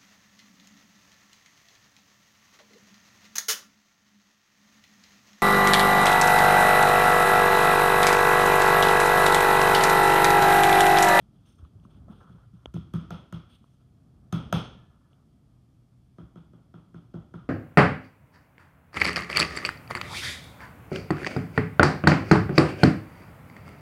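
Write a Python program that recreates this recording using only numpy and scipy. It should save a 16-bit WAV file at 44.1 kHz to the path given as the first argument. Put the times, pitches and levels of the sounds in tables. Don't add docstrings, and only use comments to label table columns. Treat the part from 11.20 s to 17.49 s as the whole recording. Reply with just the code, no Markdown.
import sys
import numpy as np
from scipy import signal
from scipy.fft import rfft, irfft, next_fast_len
from scipy.io import wavfile
from scipy.ndimage import map_coordinates

SR = 44100
rng = np.random.default_rng(int(sys.argv[2]) if len(sys.argv) > 2 else 0)


def wav_record(signal):
    frames = np.transpose(np.atleast_2d(signal))
    bounded = np.clip(frames, -1, 1)
    quanta = np.round(bounded * 32767).astype(np.int16)
    wavfile.write(sys.argv[1], SR, quanta)


def level_to_linear(level):
    exponent = np.asarray(level, float) / 20
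    return 10 ** exponent


N = 277389
TAIL = 5 * SR // 8

# (time [s], crack peak [dB], boom [dB], body [dB re crack], brightness [dB re crack])
KNOCKS = [(0.8827, -62, -57.5, 13, -7), (1.0111, -47.5, -71, -22, -37), (1.0965, -53, -53, -9, -14),
          (1.542, -43.5, -29, -6.5, -6.5), (1.7387, -34, -25.5, -10, -10), (1.9066, -32, -34.5, -1.5, -7),
          (2.1262, -36, -33.5, -6, -8), (3.1268, -27, -22.5, -5, -7), (3.327, -17.5, -21.5, -1, -4.5),
          (4.985, -45, -43, -4, -14), (5.1588, -48, -43.5, -3, -11.5), (5.3349, -55, -50.5, -1.5, -14),
          (5.5412, -46, -44, -3, -13.5), (5.7445, -48, -41, -5, -11), (5.9419, -45.5, -35, 1.5, -13.5),
          (6.1405, -39, -37.5, -6, -15)]
# (frequency [Hz], width [Hz], level [dB])
CASE = [(1347, 333, 13), (3318, 570, 13), (5340, 540, 6), (6305, 170, 14.5), (8790, 670, 21),
        (11000, 360, 15), (13940, 840, 6)]
# (frequency [Hz], level [dB])
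CRACK = [(150, -22.5), (300, 3), (500, 8.5), (900, 2), (1400, -8), (1750, -12.5), (2600, -19), (4400, -28),
         (5800, -33.5), (7500, -43), (10000, -47.5), (12300, -36.5), (16000, -48.5)]


def unit(x):
    return x / np.sqrt(np.mean(x ** 2) + 1e-20)


def along(points, hz):
    f, v = np.transpose(points)
    return np.interp(np.log(hz + 1), np.log(f + 1), v)


def curve(points):
    return lambda hz: level_to_linear(along(points, hz))


def bell(hz, centre, width):
    return 1 / (1 + (2 * (hz - centre) / width) ** 2)


def humps(peaks, hz):
    return sum(db * bell(hz, centre, width) for centre, width, db in peaks)


def wobble(rate):
    knots = rng.standard_normal(int(N * rate / SR) + 4)
    return map_coordinates(knots, [np.arange(N) * rate / SR])


def coloured(x, gain):
    m = 2 * next_fast_len(len(x) // 2 + 4096)
    cepstrum = irfft(np.log(gain(np.fft.rfftfreq(m, 1 / SR)) + 1e-6), m)
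    cepstrum[1:m // 2] *= 2
    cepstrum[m // 2 + 1:] = 0
    return irfft(rfft(x, m) * np.exp(rfft(cepstrum)), m)[:len(x)]


def coloured_noise(gain):
    return unit(coloured(rng.standard_normal(N), gain))


def add(track, s, sound):
    track[round(s * SR):][:len(sound)] += sound


def rings(modes, t):
    return sum(sign * level_to_linear(db - 60 * t / t60) * np.sin(2 * np.pi * hz * t) for hz, db, t60, sign in modes)


def burst(rise, t60):
    t = np.arange(TAIL) / SR
    fade = level_to_linear(-60 * np.clip(t - rise, 0, 1) / t60)
    snap = rng.standard_normal(TAIL) * np.clip(t / rise, 0, 1) ** 2 * fade
    return snap / np.linalg.norm(snap)


def room_tail():
    # (frequency [Hz], t60 [s])
    room_t60 = [(100, 0.62), (500, 0.49), (1400, 0.48), (3300, 0.53), (7000, 0.49), (12000, 0.25)]
    hz, t, z = signal.stft(rng.standard_normal(TAIL), SR, nperseg=256)
    fade = level_to_linear(-60 * t / along(room_t60, hz)[:, None])
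    tail = signal.istft(z * fade, SR, nperseg=256)[1][:TAIL]
    t = np.arange(TAIL) / SR
    lumps = map_coordinates(rng.standard_normal(200), [t * 160], order=1)
    tail = tail * np.clip(t / 0.012, 0, 1) * level_to_linear(1.5 * lumps * np.exp(-t / 0.1))
    return tail / np.linalg.norm(tail)


def contact(body_db, bright_db, shape=CRACK, case=1):
    tilt = [(850, body_db), (1050, 0.046), (1700, 0.022), (2600, bright_db + 15.0)]
    return lambda hz: level_to_linear(along(shape, hz) + case * humps(CASE, hz) + along(tilt, hz))


def rumble_level():
    rest_db, walking_db, walk_ends_s = -60.5, -63, 1.6
    shake_db, shake_s = -24, 0.092
    t = np.arange(N) / SR
    power = level_to_linear(2 * rest_db) + level_to_linear(2 * walking_db) * np.clip((walk_ends_s - t) / 0.097, 0, 1)
    for s, _, boom_db, *_ in KNOCKS:
        u = np.clip((t[round(s * SR):][:SR] - s) / shake_s, 0, None)
        add(power, s, (level_to_linear(boom_db + shake_db) * u * np.exp(1 - u)) ** 2)
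    return np.sqrt(power)


def background():
    # (frequency [Hz], level [dB])
    rumble_colour = [(15, -39), (25, -7.5), (69, -2.5), (107, -3.5), (130, 0), (275, -10.5), (479, -26.5),
                     (697, -25), (997, -33.5), (1240, -29.5), (1800, -45), (2340, -65), (3960, -120)]
    # (frequency [Hz], width [Hz], level [dB])
    hum_peaks = [(107, 9.2, -7), (121.46, 12, 10), (148, 2.9, 0.5)]
    # (frequency [Hz], level [dB])
    hiss_colour = [(880, -42), (1500, -18), (1630, -4), (2210, -3), (2980, -4), (3240, 1), (3770, -5.5),
                   (4720, -4), (7780, -9.5), (8790, -7.5), (14200, -14.5)]
    hiss_top = [(14300, -3), (14600, -15.0)]
    rumble = coloured_noise(curve(rumble_colour))
    drone = coloured_noise(lambda hz: sum(level_to_linear(db) * bell(hz, c, w) for c, w, db in hum_peaks))
    hiss = coloured_noise(lambda hz: level_to_linear(along(hiss_colour, hz) + along(hiss_top, hz)))
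    rumble = rumble_level() * level_to_linear(2.0 + 1.9 * wobble(2.3)) * rumble
    return rumble + level_to_linear(-66 + 4.2 * wobble(3.9)) * drone + level_to_linear(-81.5) * hiss


def squeak():
    # (start [s], end [s], frequency [Hz], width [Hz], level [dB])
    rub = (3, 4, 1727, 59.5, -80)
    start, end, centre, width, db = rub
    swell = np.sin(np.pi * np.clip((np.arange(N) / SR - start) / (end - start), 0, 1))
    tone = coloured_noise(lambda hz: bell(hz, centre, width))
    return level_to_linear(db + 2.5 * wobble(21.7)) * swell * tone


def grain(depth_db):
    return rng.standard_normal(N) * level_to_linear(depth_db * wobble(70))


def scuffs():
    # (time [s], hold [s], level [dB], brightness [dB re level], air [dB re brightness])
    strokes = [(0.0, 0.014, -77.5, -.5, -11), (0.124, 0.15, -85.5, 3, -11), (0.251, 0.067, -76, 3, -3),
               (0.375, .015, -66, -12.5, -1.5), (0.432, 0.012, -72, -5.5, -13),
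               (0.629, .006, -73.5, -3, -4), (0.693, 0.068, -74.5, -2, -23), (0.879, 0.032, -60.5, -19, -7),
               (0.902, 0.068, -80, 6, -29), (0.974, 0.023, -76.5, -7, -1), (1.001, 0.018, -58.5, -19.5, -5),
               (1.065, 0.082, -66.5, -13, -6.5), (1.177, .08, -71.5, -13, -10),
               (1.33, 0.16, -71, -11.5, -9), (2.23, .04, -91, -19, 7), (2.287, 0.056, -74, 7, -17),
               (2.414, .13, -82.5, -2.5, -3), (2.596, .006, -75, -11, -8), (3.582, 0.28, -72.5, -19, -13),
               (3.903, .03, -72, -11.5, -20), (3.975, .03, -80.5, -22, -2),
               (4.556, 0.058, -86.5, -13.5, -1.5), (4.71, .02, -83, -12, -0.5)]
    rise, t60 = 0.012, 0.25
    bright_colour = [(1800, -11.0), (2800, -2.5), (4500, -8.0), (6000, -25)]
    airy_colour = [(4000, -27), (5500, 6), (8000, -10), (15000, -10)]
    dull = unit(coloured(grain(2.7), contact(-7.5, -29.5)))
    bright = unit(coloured(grain(1.4), lambda hz: level_to_linear(humps(CASE, hz) + along(bright_colour, hz))))
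    airy = unit(coloured(grain(5.3), lambda hz: level_to_linear(1.15 * humps(CASE, hz) + along(airy_colour, hz))))
    levels, t = np.zeros((3, N + SR)), np.arange(SR) / SR
    for s, hold, db, bright_db, air_db in strokes:
        stroke = np.clip(t / rise, 0, 1) * level_to_linear(-60 * np.clip(t - rise - hold, 0, 1) / t60)
        for level, part_db in zip(levels, (db, db + bright_db, db + bright_db + air_db)):
            add(level, s, level_to_linear(part_db) * stroke)
    return np.sum(levels[:, :N] * [dull, bright, airy], axis=0)


def steps():
    # (time [s], peak [dB], pitch [Hz], puff [dB])
    heel_falls = [(0.388, -44.5, 92, -5), (0.42, -36.5, 74.5, -7), (0.549, -42.5, 102.4, 2.5),
                  (0.653, -38, 200, -10), (0.8, -45.5, 69, 4.5), (0.896, -33, 202, 1.5),
                  (1.098, -39, 186, 1), (1.146, -38, 168.5, -3.5), (1.27, -47.5, 106.3, -3),
                  (1.334, -38.5, 182, -1), (1.467, -37, 66.5, -3), (1.929, -39, 65.2, -12),
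                  (1.999, -60, 203, 23), (2.135, -38.5, 57.1, -1), (2.318, -54, 61, -6),
                  (2.41, -45, 215, 0), (5.028, -40.5, 64, 0.5)]
    # (frequency [Hz], t60 [s])
    heel_t60 = [(65, 0.15), (90, 0.2), (200, 0.073)]
    puff_colour = [(30, -12), (60, 10.5), (200, -5.0), (400, -8.5), (600, -32.0), (1000, -53)]
    out, t = np.zeros(N + SR), np.arange(TAIL) / SR
    for s, db, pitch, puff_db in heel_falls:
        fade = level_to_linear(3.0 - 60 * t / along(heel_t60, pitch))
        push = fade * (1 - np.exp(-t / 0.0051)) * np.sin(2 * np.pi * pitch * t)
        puff = coloured(burst(0.0044, 0.14) + level_to_linear(-3.0) * room_tail(), curve(puff_colour))
        add(out, s, level_to_linear(db) * (push + level_to_linear(puff_db + 31.5) * puff))
    return out[:N]


def ticks():
    # (time [s], peak [dB], body [dB re peak], brightness [dB re peak])
    contacts = [
        (0.39, -61, -28, -26),
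        (0.4495, -58, -19, -23),
        (0.5985, -88, -12, 4),
        (0.6505, -52, -15, -30),
        (0.7456, -68, -24, -16),
        (1.4575, -38, -4.5, -13),
        (1.565, -50, 0.5, -18),
        (2.4409, -60, -6, -22),
        (3.931, -70.5, 0, -8),
    ]
    # (frequency [Hz], level [dB])
    tick_colour = [(120, 6), (250, 14.5), (900, 5.5), (1300, 1.5), (1750, -26), (2300, -5), (3300, 6.5),
                   (4200, -18), (5000, -32), (6500, -11), (8000, -39), (12000, -42), (16000, -44)]
    grit_tilt, push_tilt = [(1200, -0.5), (2200, -5.5)], [(1500, 4), (2500, -6)]
    out = np.zeros(N + 2 * SR)
    click = 1.0 * (np.arange(TAIL) == 50)
    for s, db, body_db, bright_db in contacts:
        colour = contact(body_db - 1.5, bright_db - 3.5, shape=tick_colour, case=0)
        snap = burst(0.00039, 0.0029) + level_to_linear(-42) * room_tail()
        grit = coloured(snap, lambda hz: colour(hz) * curve(grit_tilt)(hz))
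        push = coloured(click, lambda hz: colour(hz) * curve(push_tilt)(hz))
        add(out, s, level_to_linear(db + 30.5) * (grit + push))
    return out[:N]


def knocks():
    # (frequency [Hz], level [dB], t60 [s], sign [with or against the blow])
    boards = [(64, -24, .44, 1), (85, -25, .45, 1), (121.2, -10, .33, -1), (148.7, -9, .14, 1),
              (166.4, -2, .15, -1), (193.7, -6, .19, 1), (248.7, -19, .4, 1), (295, -26, .3, 1),
              (343, -15, .11, 1)]
    # (delay [s], level [dB])
    walls = [(.0008, 0), (.0193, -9), (.0308, -11.5)]
    # (frequency [Hz], level [dB], t60 [s])
    knuckle = [(667, 2.5, 0.018), (970, -5, 0.021), (1317, 3, 0.018), (1520, -10.5, .015)]
    # (frequency [Hz], level [dB])
    furnishing = [(400, -2), (700, -0.5), (1400, 0.5), (2200, -1), (3300, 2), (5000, 0.7), (9000, -2.5)]
    out, t = np.zeros(N + 2 * SR), np.arange(TAIL) / SR
    for s, db, boom_db, body_db, bright_db in KNOCKS:
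        hard_db = np.clip(db - boom_db, -12, 9)
        room_db = -5 - 0.21 * hard_db - 0.068 * (db + 43)
        upper_db, slap_db = (6, -6) if s > 4.5 else (-1, 0)

        modes = [(hz, g + upper_db * (hz > 220) + rng.normal(0, 0.8), t60, sign)
                 for hz, g, t60, sign in boards]
        boom = rings(modes, t) * (1 - np.exp(-t / 0.0002))
        for delay, echo_db in walls:
            add(out, s + delay, level_to_linear(boom_db + echo_db + 7) * boom)
        low_colour = [(40, -34.5), (65, -3), (90, 5.5), (200, 0.0), (350, upper_db - 5.0),
                      (500, -24.5), (900, -110)]
        add(out, s + 0.01495, level_to_linear(boom_db + 35.5) * coloured(room_tail(), curve(low_colour)))

        modes = [(hz * rng.normal(1, 0.042), g + body_db * (hz < 900), t60, 1) for hz, g, t60 in knuckle]
        knock = rings(modes, t) * (1 - np.exp(-t / 0.001))
        add(out, s, level_to_linear(db + 3 + 0.2 * hard_db) * knock)

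        colour = contact(body_db, bright_db)
        rise = np.clip(0.003 * level_to_linear(-0.6 * (db - boom_db + 4)), 0.001, 0.005)
        snap = burst(rise, 0.009)
        crack_tilt = [(1200, -5), (2000, -8.0), (5000, -0.5), (7000, 12.5 + 0.61 * slap_db),
                      (9000, 0.5), (13000, 4.5 + 2.5 * slap_db)]
        crack = coloured(snap, lambda hz: colour(hz) * curve(crack_tilt)(hz))
        add(out, s - rise - 0.0003, level_to_linear(db + 24.5 - 0.3 * hard_db + 0.18 * slap_db) * crack)
        answer = coloured(room_tail(), lambda hz: colour(hz) * curve(furnishing)(hz))
        add(out, s, level_to_linear(db + room_db + 32) * answer)

        slap_colour = [(2000, -32.5), (5000, -3.5), (8000, -12.5), (15000, -14.0 + 1.1 * slap_db)]
        slap = coloured(burst(rise, 0.013) + level_to_linear(4.0) * room_tail(),
                        lambda hz: level_to_linear(0.5 * humps(CASE, hz) + along(slap_colour, hz)))
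        add(out, s - rise, level_to_linear(boom_db + slap_db - 5) * slap)
    return out[:N]


def scene():
    return (background() + squeak() + scuffs() + steps() + ticks() + knocks())[None]


def top_cut(x):
    return signal.sosfilt(signal.butter(12, 16450, fs=SR, output="sos"), x)


def record(dry):
    response = [(20, -42.5), (33, -16), (45, -1.0), (15600, -1), (15900, -38.5)]
    heard = coloured(dry[0], curve(response))
    return top_cut(heard[None])


dry = scene()
out = record(dry)
wav_record(out)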